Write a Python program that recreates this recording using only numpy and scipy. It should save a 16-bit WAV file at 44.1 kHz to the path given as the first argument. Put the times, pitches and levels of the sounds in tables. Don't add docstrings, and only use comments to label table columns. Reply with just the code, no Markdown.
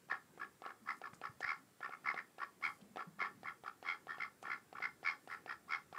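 import sys
import numpy as np
from scipy import signal
from scipy.fft import rfft, irfft
from scipy.io import wavfile
from scipy.ndimage import uniform_filter1d

SR = 44100
rng = np.random.default_rng(int(sys.argv[2]) if len(sys.argv) > 2 else 0)


def transcribe(signal):
    frames = np.atleast_2d(signal).T
    limited = np.clip(frames, -1, 1)
    pcm = np.round(limited * 32767).astype(np.int16)
    wavfile.write(sys.argv[1], SR, pcm)


N = 263718


def amp(db):
    return 10 ** (np.asarray(db) / 20)


def evened(x):
    return x / np.sqrt(np.mean(x ** 2) + 1e-20)


def read(points, hz):
    f, value = np.transpose(points)
    return np.interp(np.log(hz + 1), np.log(f + 1), value)


def add(mix, s, sound):
    start = round(s * SR)
    sound = sound[max(-start, 0):]
    part = mix[max(start, 0):][:len(sound)]
    part += sound[:len(part)]


def play(source, rows):
    mix = np.zeros(N)
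    for row in rows:
        add(mix, *source(*row))
    return mix


def band(x, hz, width):
    hz = min(hz, SR / 2 - 1000)
    return signal.lfilter(*signal.iirpeak(hz, hz / width, SR), x)


def through(x, modes):
    total = 0
    for hz, width, db in modes:
        wide = width * np.pi / 2
        total = total + amp(db) * band(band(x, hz, wide), hz, wide)
    return total


def wander(size, hz):
    f = np.fft.rfftfreq(size, 1 / SR)
    return evened(irfft(rfft(rng.standard_normal(size)) * np.exp(-(f / hz) ** 2), size))


def floor():
    # f/Hz, level/dB
    hush_spectrum = [(25, -28), (50, -22), (75, -4), (160, 4.5), (400, 0), (650, -7.5), (1350, -8),
                     (2200, -12.5), (2900, -16.5), (6500, -17.5), (8700, -16), (13000, -20.5),
                     (15700, -21.5)]
    # f/Hz, rms level/dB
    whine_lines = [(7485, -90), (14970, -93), (15030, -93)]
    hush_db = -68
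    hz, _, z = signal.stft(rng.standard_normal(N), SR, nperseg=2048)
    patches = uniform_filter1d(rng.standard_normal(z.shape), size=8, axis=0)
    patches = evened(uniform_filter1d(patches, size=6, axis=1))
    patchy_db = 2.6 / (1 + hz[:, None] / 6000)
    gain_db = read(hush_spectrum, hz)[:, None] + patchy_db * patches
    hush = signal.istft(z * amp(gain_db), SR, nperseg=2048)[1][:N]
    t = np.arange(N) / SR
    whine = np.zeros(N)
    for f, db in whine_lines:
        whine += amp(db) * np.sqrt(2) * np.sin(2 * np.pi * f * t + wander(N, 60))
    return amp(hush_db) * evened(hush) + whine


def yard(x, gap=0.0068):
    # f/Hz, t60/s
    decay_times = [(300, 0.49), (1100, 0.19), (1700, 0.23), (2250, 0.16), (5000, 0.23), (10000, 0.34)]
    size = 32768
    echoes_per_s = 2500
    taps = rng.choice([-1., 1.], size) * (rng.random(size) < echoes_per_s / SR)
    hz, t, z = signal.stft(taps, SR, nperseg=256)
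    decay = amp(-60 * t / read(decay_times, hz)[:, None])
    tail = signal.istft(z * decay, SR, nperseg=256)[1]
    tail *= 1 - np.exp(-(np.arange(len(tail)) / SR / gap) ** 2)
    return signal.fftconvolve(x, tail / np.linalg.norm(tail))[:N]


def brush(s, length, db, hz):
    size = 16384
    grains = rng.standard_normal(size) * amp(4 * wander(size, 200))
    u = np.minimum(np.arange(size) / (SR * length), 1)
    swish = evened(through(grains, [(hz, hz * 0.5, 0)]))
    return s, amp(db) * swish * np.sin(np.pi * u)


def bump(s, db, hz, length):
    u = np.arange(0, 3, 1 / (SR * length))
    shape = (u / 0.35) ** 2 * np.exp(2 * (1 - u / 0.25))
    turns = hz * length * u * (1.03 - 0.041 * u)
    return s, amp(db) * shape * np.sin(2 * np.pi * turns)


def cluck(s, db, hz, snap_db):
    t = np.arange(2048) / SR
    pop = np.sin(2 * np.pi * hz * t) * amp(-60 * t / 0.033)
    pop += 1.23 * np.sin(2 * np.pi * hz * 0.713 * t) * amp(-60 * t / 0.0072)
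    pop = signal.lfilter(*signal.butter(2, 260, "high", fs=SR), pop)
    snap = band(rng.standard_normal(len(t)) * amp(-60 * t / 0.023), 2320, 1750)
    sound = pop / abs(pop).max() + amp(snap_db) * snap / abs(snap).max()
    return s, amp(db + 5.0) * signal.lfilter(*signal.butter(3, 4800, fs=SR), sound)


def quack(s, rate, swell, fade, reed_db, reed_hz, whistle_db, whistle_hz, hiss_db, tilt_db):
    # f/Hz at a reed pitch of 1310 Hz, width/Hz, relative level/dB
    throat_modes = [(380, 120, -5), (826, 85, 4.5), (1159.5, 97, 7), (1358, 258, 9), (1709, 172, 9.5),
                    (2114, 267, 5.5), (2480, 57, -18)]
    # f/Hz, width/Hz, relative level/dB before the tilt
    bill_modes = [(3263, 148, 0.5), (3904, 190, -5.5), (4245, 210, -1.5), (4870, 305, -1.5),
                  (5095, 430, -3), (5800, 210, -28)]
    size = 8192
    t = (np.arange(size) - size // 2) / SR
    push_db = -8.5 * np.where(t < 0, np.abs(t / swell) ** 3.59, np.abs(t / fade) ** 2.0)
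    push = amp(push_db)
    hard_push = amp(np.where(t < 0, -17 * (t / swell) ** 2, -26 * (t / fade) ** 2))
    slowing = np.where(t < 0, .08, .2) * (1 - push)
    turns = np.cumsum(rate * (1 - slowing)) / SR
    turns = turns - turns[size // 2] + .03 * wander(size, 40)
    uneven_db = 1.35 * wander(size, 84)

    def beats(lead, opening, leak):
        u = (turns + lead) % 1 / opening
        return amp(uneven_db) * (leak + u ** 2 * np.exp(2 * (1 - u)))

    def tone(hz, rough):
        angle = 2 * np.pi * np.cumsum(hz) / SR
        in_phase = np.sin(angle) * (1 + rough * wander(size, 830))
        return in_phase + rough * np.cos(angle) * wander(size, 720)

    def at_level(x, shape, db):
        return amp(db) * evened(x) * np.sqrt(np.mean(shape ** 2))

    breaking = 1 / (1 + amp(reed_db - whistle_db - 0.5))
    reed_beats = beats(0.26 + 0.3 * breaking, opening=.17, leak=.12)
    reed = tone(reed_hz * (1 + 0.1026 * wander(size, 234.5)), rough=0.53) * reed_beats
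    rasp = 1.43 * rng.standard_normal(size) * reed_beats
    arch = whistle_hz * (.82 + .165 * push ** .5 + 0.0252 * wander(size, 174))
    chirp = 1 + 0.031 * np.sin(2 * np.pi * (turns + 0.14))
    whistle_lead = 0.24
    whistle = tone(arch * chirp, rough=.25)
    whistle *= beats(whistle_lead, opening=.18, leak=.04) * hard_push
    overtone = band(whistle ** 2, 2 * whistle_hz, 700)
    hiss = rng.standard_normal(size) * beats(whistle_lead, opening=.2, leak=.25)
    bill = [(hz, width, db + tilt_db * np.log2(hz / 4100)) for hz, width, db in bill_modes]
    throat = [(hz * (reed_hz / 1310) ** 0.25, width, db) for hz, width, db in throat_modes]
    voice = at_level(through((reed + rasp) * push, throat), push, reed_db)
    voice += at_level(through(whistle, throat), hard_push, whistle_db)
    voice += at_level(band(overtone, 2 * whistle_hz, 700), hard_push, whistle_db - 30)
    voice += at_level(through(hiss * (push + hard_push), bill), push, hiss_db)
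    return s + t[0], amp(-3.0) * voice


def call(s, rise, fade, rate, cluck_db, reed_db, whistle_db, whistle_hz):
    # t/s, reed pitch f/Hz, hiss level/dB (at the reference voice level and
    # before the quack's common -3 dB), hiss tilt/(dB per octave)
    voice_changes = [(0, 1266, -69, -3), (0.499, 1198, -65.5, -2), (1.3, 1275, -61, 4),
                     (2.0, 1298, -68.5, 13), (2.7, 1298, -62, -9), (3.4, 1304, -64, -9),
                     (3.8, 1320, -58.5, -15), (4.3, 1344, -63.5, -9), (5.002, 1345, -63, -1),
                     (5.6, 1324, -58, -1), (6.0, 1322, -65, -5)]
    hiss_ref_db, hiss_growth = -39.5, 1.29
    swell_share = .7
    times, *curves = np.transpose(voice_changes)
    reed_hz, hiss_db, tilt_db = [np.interp(s, times, curve) for curve in curves]
    voice_db = 20 * np.log10(np.hypot(amp(reed_db), amp(whistle_db)))
    hiss_db = hiss_db + hiss_growth * (voice_db - hiss_ref_db)
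    sound = np.zeros(SR // 2)
    add(sound, *cluck(0, cluck_db, hz=744, snap_db=-7))
    add(sound, *quack(rise, rate, swell_share * rise, fade, reed_db, reed_hz,
                      whistle_db, whistle_hz, hiss_db, tilt_db))
    return s, sound


def scene():
    # t/s, length/s, level/dB (rms before the envelope), centre f/Hz
    brushes = [(0.309, 0.21, -68, 370), (.842, 0.19, -76, 8000), (1.132, 0.0073, -46, 1070),
               (1.132, 0.037, -66, 6600), (1.4, 0.027, -65, 5700), (2.561, .27, -75, 9000),
               (2.745, 0.16, -71, 507), (2.809, 0.015, -67, 3520), (4.422, 0.015, -66.5, 6400),
               (5.146, .29, -79, 8400)]
    # t/s, level/dB (before the swell shape), f/Hz (nominal), time scale/s
    bumps = [(.812, -53, 215, .087), (1.13, -46, 168, 0.018), (1.292, -46, 133, .028),
             (1.445, -50, 122, 0.016), (2.818, -46.5, 194, 0.038), (2.905, -50.5, 211, 0.033),
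             (3.068, -42.5, 176, 0.049), (3.14, -57, 193, 0.13), (3.37, -52, 213, 0.039)]
    # cluck t/s, rise/s to the strongest push, fade/s, beat rate/Hz at the strongest push,
    # cluck level/dB (before +5 dB), reed level/dB and whistle level/dB (before -3 dB),
    # whistle f/Hz (nominal, before the arch)
    quacks = [ (.088, 0.028, 0.042, 76, -57, -40, -36, 1855),
              (.122, 0.032, 0.019, 90, -43.5, -52, -61, 1780),
              (.376, .058, 0.02, 64, -52.5, -45, -44.5, 1652),
              (.620, .045, 0.02, 84, -46.5, -45.5, -64, 1750),
              (.662, 0.044, 0.013, 80, -44, -48.5, -75, 1880),
              (.852, 0.053, 0.029, 75, -67, -40, -40.5, 1977),
              (1.016, 0.043, 0.022, 62, -44, -44.5, -50, 1714),
              (1.215, 0.042, 0.023, 64, -45, -41.5, -47.5, 1788),
              (1.406, .039, 0.028, 69, -42.5, -46.5, -36.5, 1945),
              (1.447, 0.046, 0.05, 78, -56, -39, -37, 2179),
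              (1.806, 0.042, 0.027, 65, -48.5, -41, -43.5, 1850),
              (1.893, 0.045, 0.018, 72, -47, -46, -52.5, 2150),
              (2.037, 0.052, 0.038, 73.6, -63, -37.5, -34.5, 2048),
              (2.143, 0.047, 0.021, 82, -41.5, -44, -40, 1973),
              (2.383, 0.051, 0.014, 73, -48.5, -39.5, -45, 1863),
              (2.612, 0.041, 0.046, 80, -59, -38.5, -34, 2203),
              (2.9595, 0.038, 0.023, 61, -43, -45.5, -56, 1840),
              (2.9703, 0.055, 0.0091, 62, -39, -43.5, -60, 1640),
              (3.186, .030, 0.049, 91, -57, -37.5, -38, 2094),
              (3.220, 0.037, 0.024, 75.4, -43.5, -44.5, -45.5, 1900),
              (3.432, 0.053, .034, 82.5, -48, -44, -43.5, 2000),
              (3.637, 0.044, 0.017, 61, -49.5, -42, -60, 1880),
              (3.827, .073, 0.052, 86.8, -47, -41.5, -37, 2107),
              (4.070, .038, 0.062, 82.2, -46.5, -45.5, -43.5, 1860),
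              (4.183, 0.038, 0.042, 69.6, -48, -43, -38, 2070),
              (4.428, 0.043, .029, 68, -46.5, -44, -53, 1670),
              (4.479, 0.039, 0.043, 71, -50.5, -41.5, -39.5, 2054),
              (4.728, .059, 0.0046, 64, -47, -45.5, -53, 1790),
              (4.803, .038, 0.034, 65.4, -46.5, -40.5, -35.5, 2070),
              (5.030, 0.045, .052, 85, -47.5, -38.5, -32.5, 2234),
              (5.275, 0.051, 0.042, 85, -47.5, -45.5, -45, 2000),
              (5.461, 0.051, 0.032, 68, -45, -44, -43, 1888),
              (5.676, 0.059, 0.039, 82, -64, -39, -37.5, 2136),
              (5.927, 0.052, 0.018, 72, -46.5, -45, -47.5, 1854)]
    ducks = play(call, quacks)
    shuffling = play(bump, bumps) + play(brush, brushes)
    echoes = amp(-9) * yard(ducks + shuffling)
    return (ducks + echoes + shuffling + floor())[None]


def record(dry):
    edge_hz = 15720
    lowpass = signal.firwin(511, edge_hz, window=("kaiser", 9), fs=SR)
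    return signal.oaconvolve(dry, lowpass[None], "same")


dry = scene()
out = record(dry)
transcribe(out)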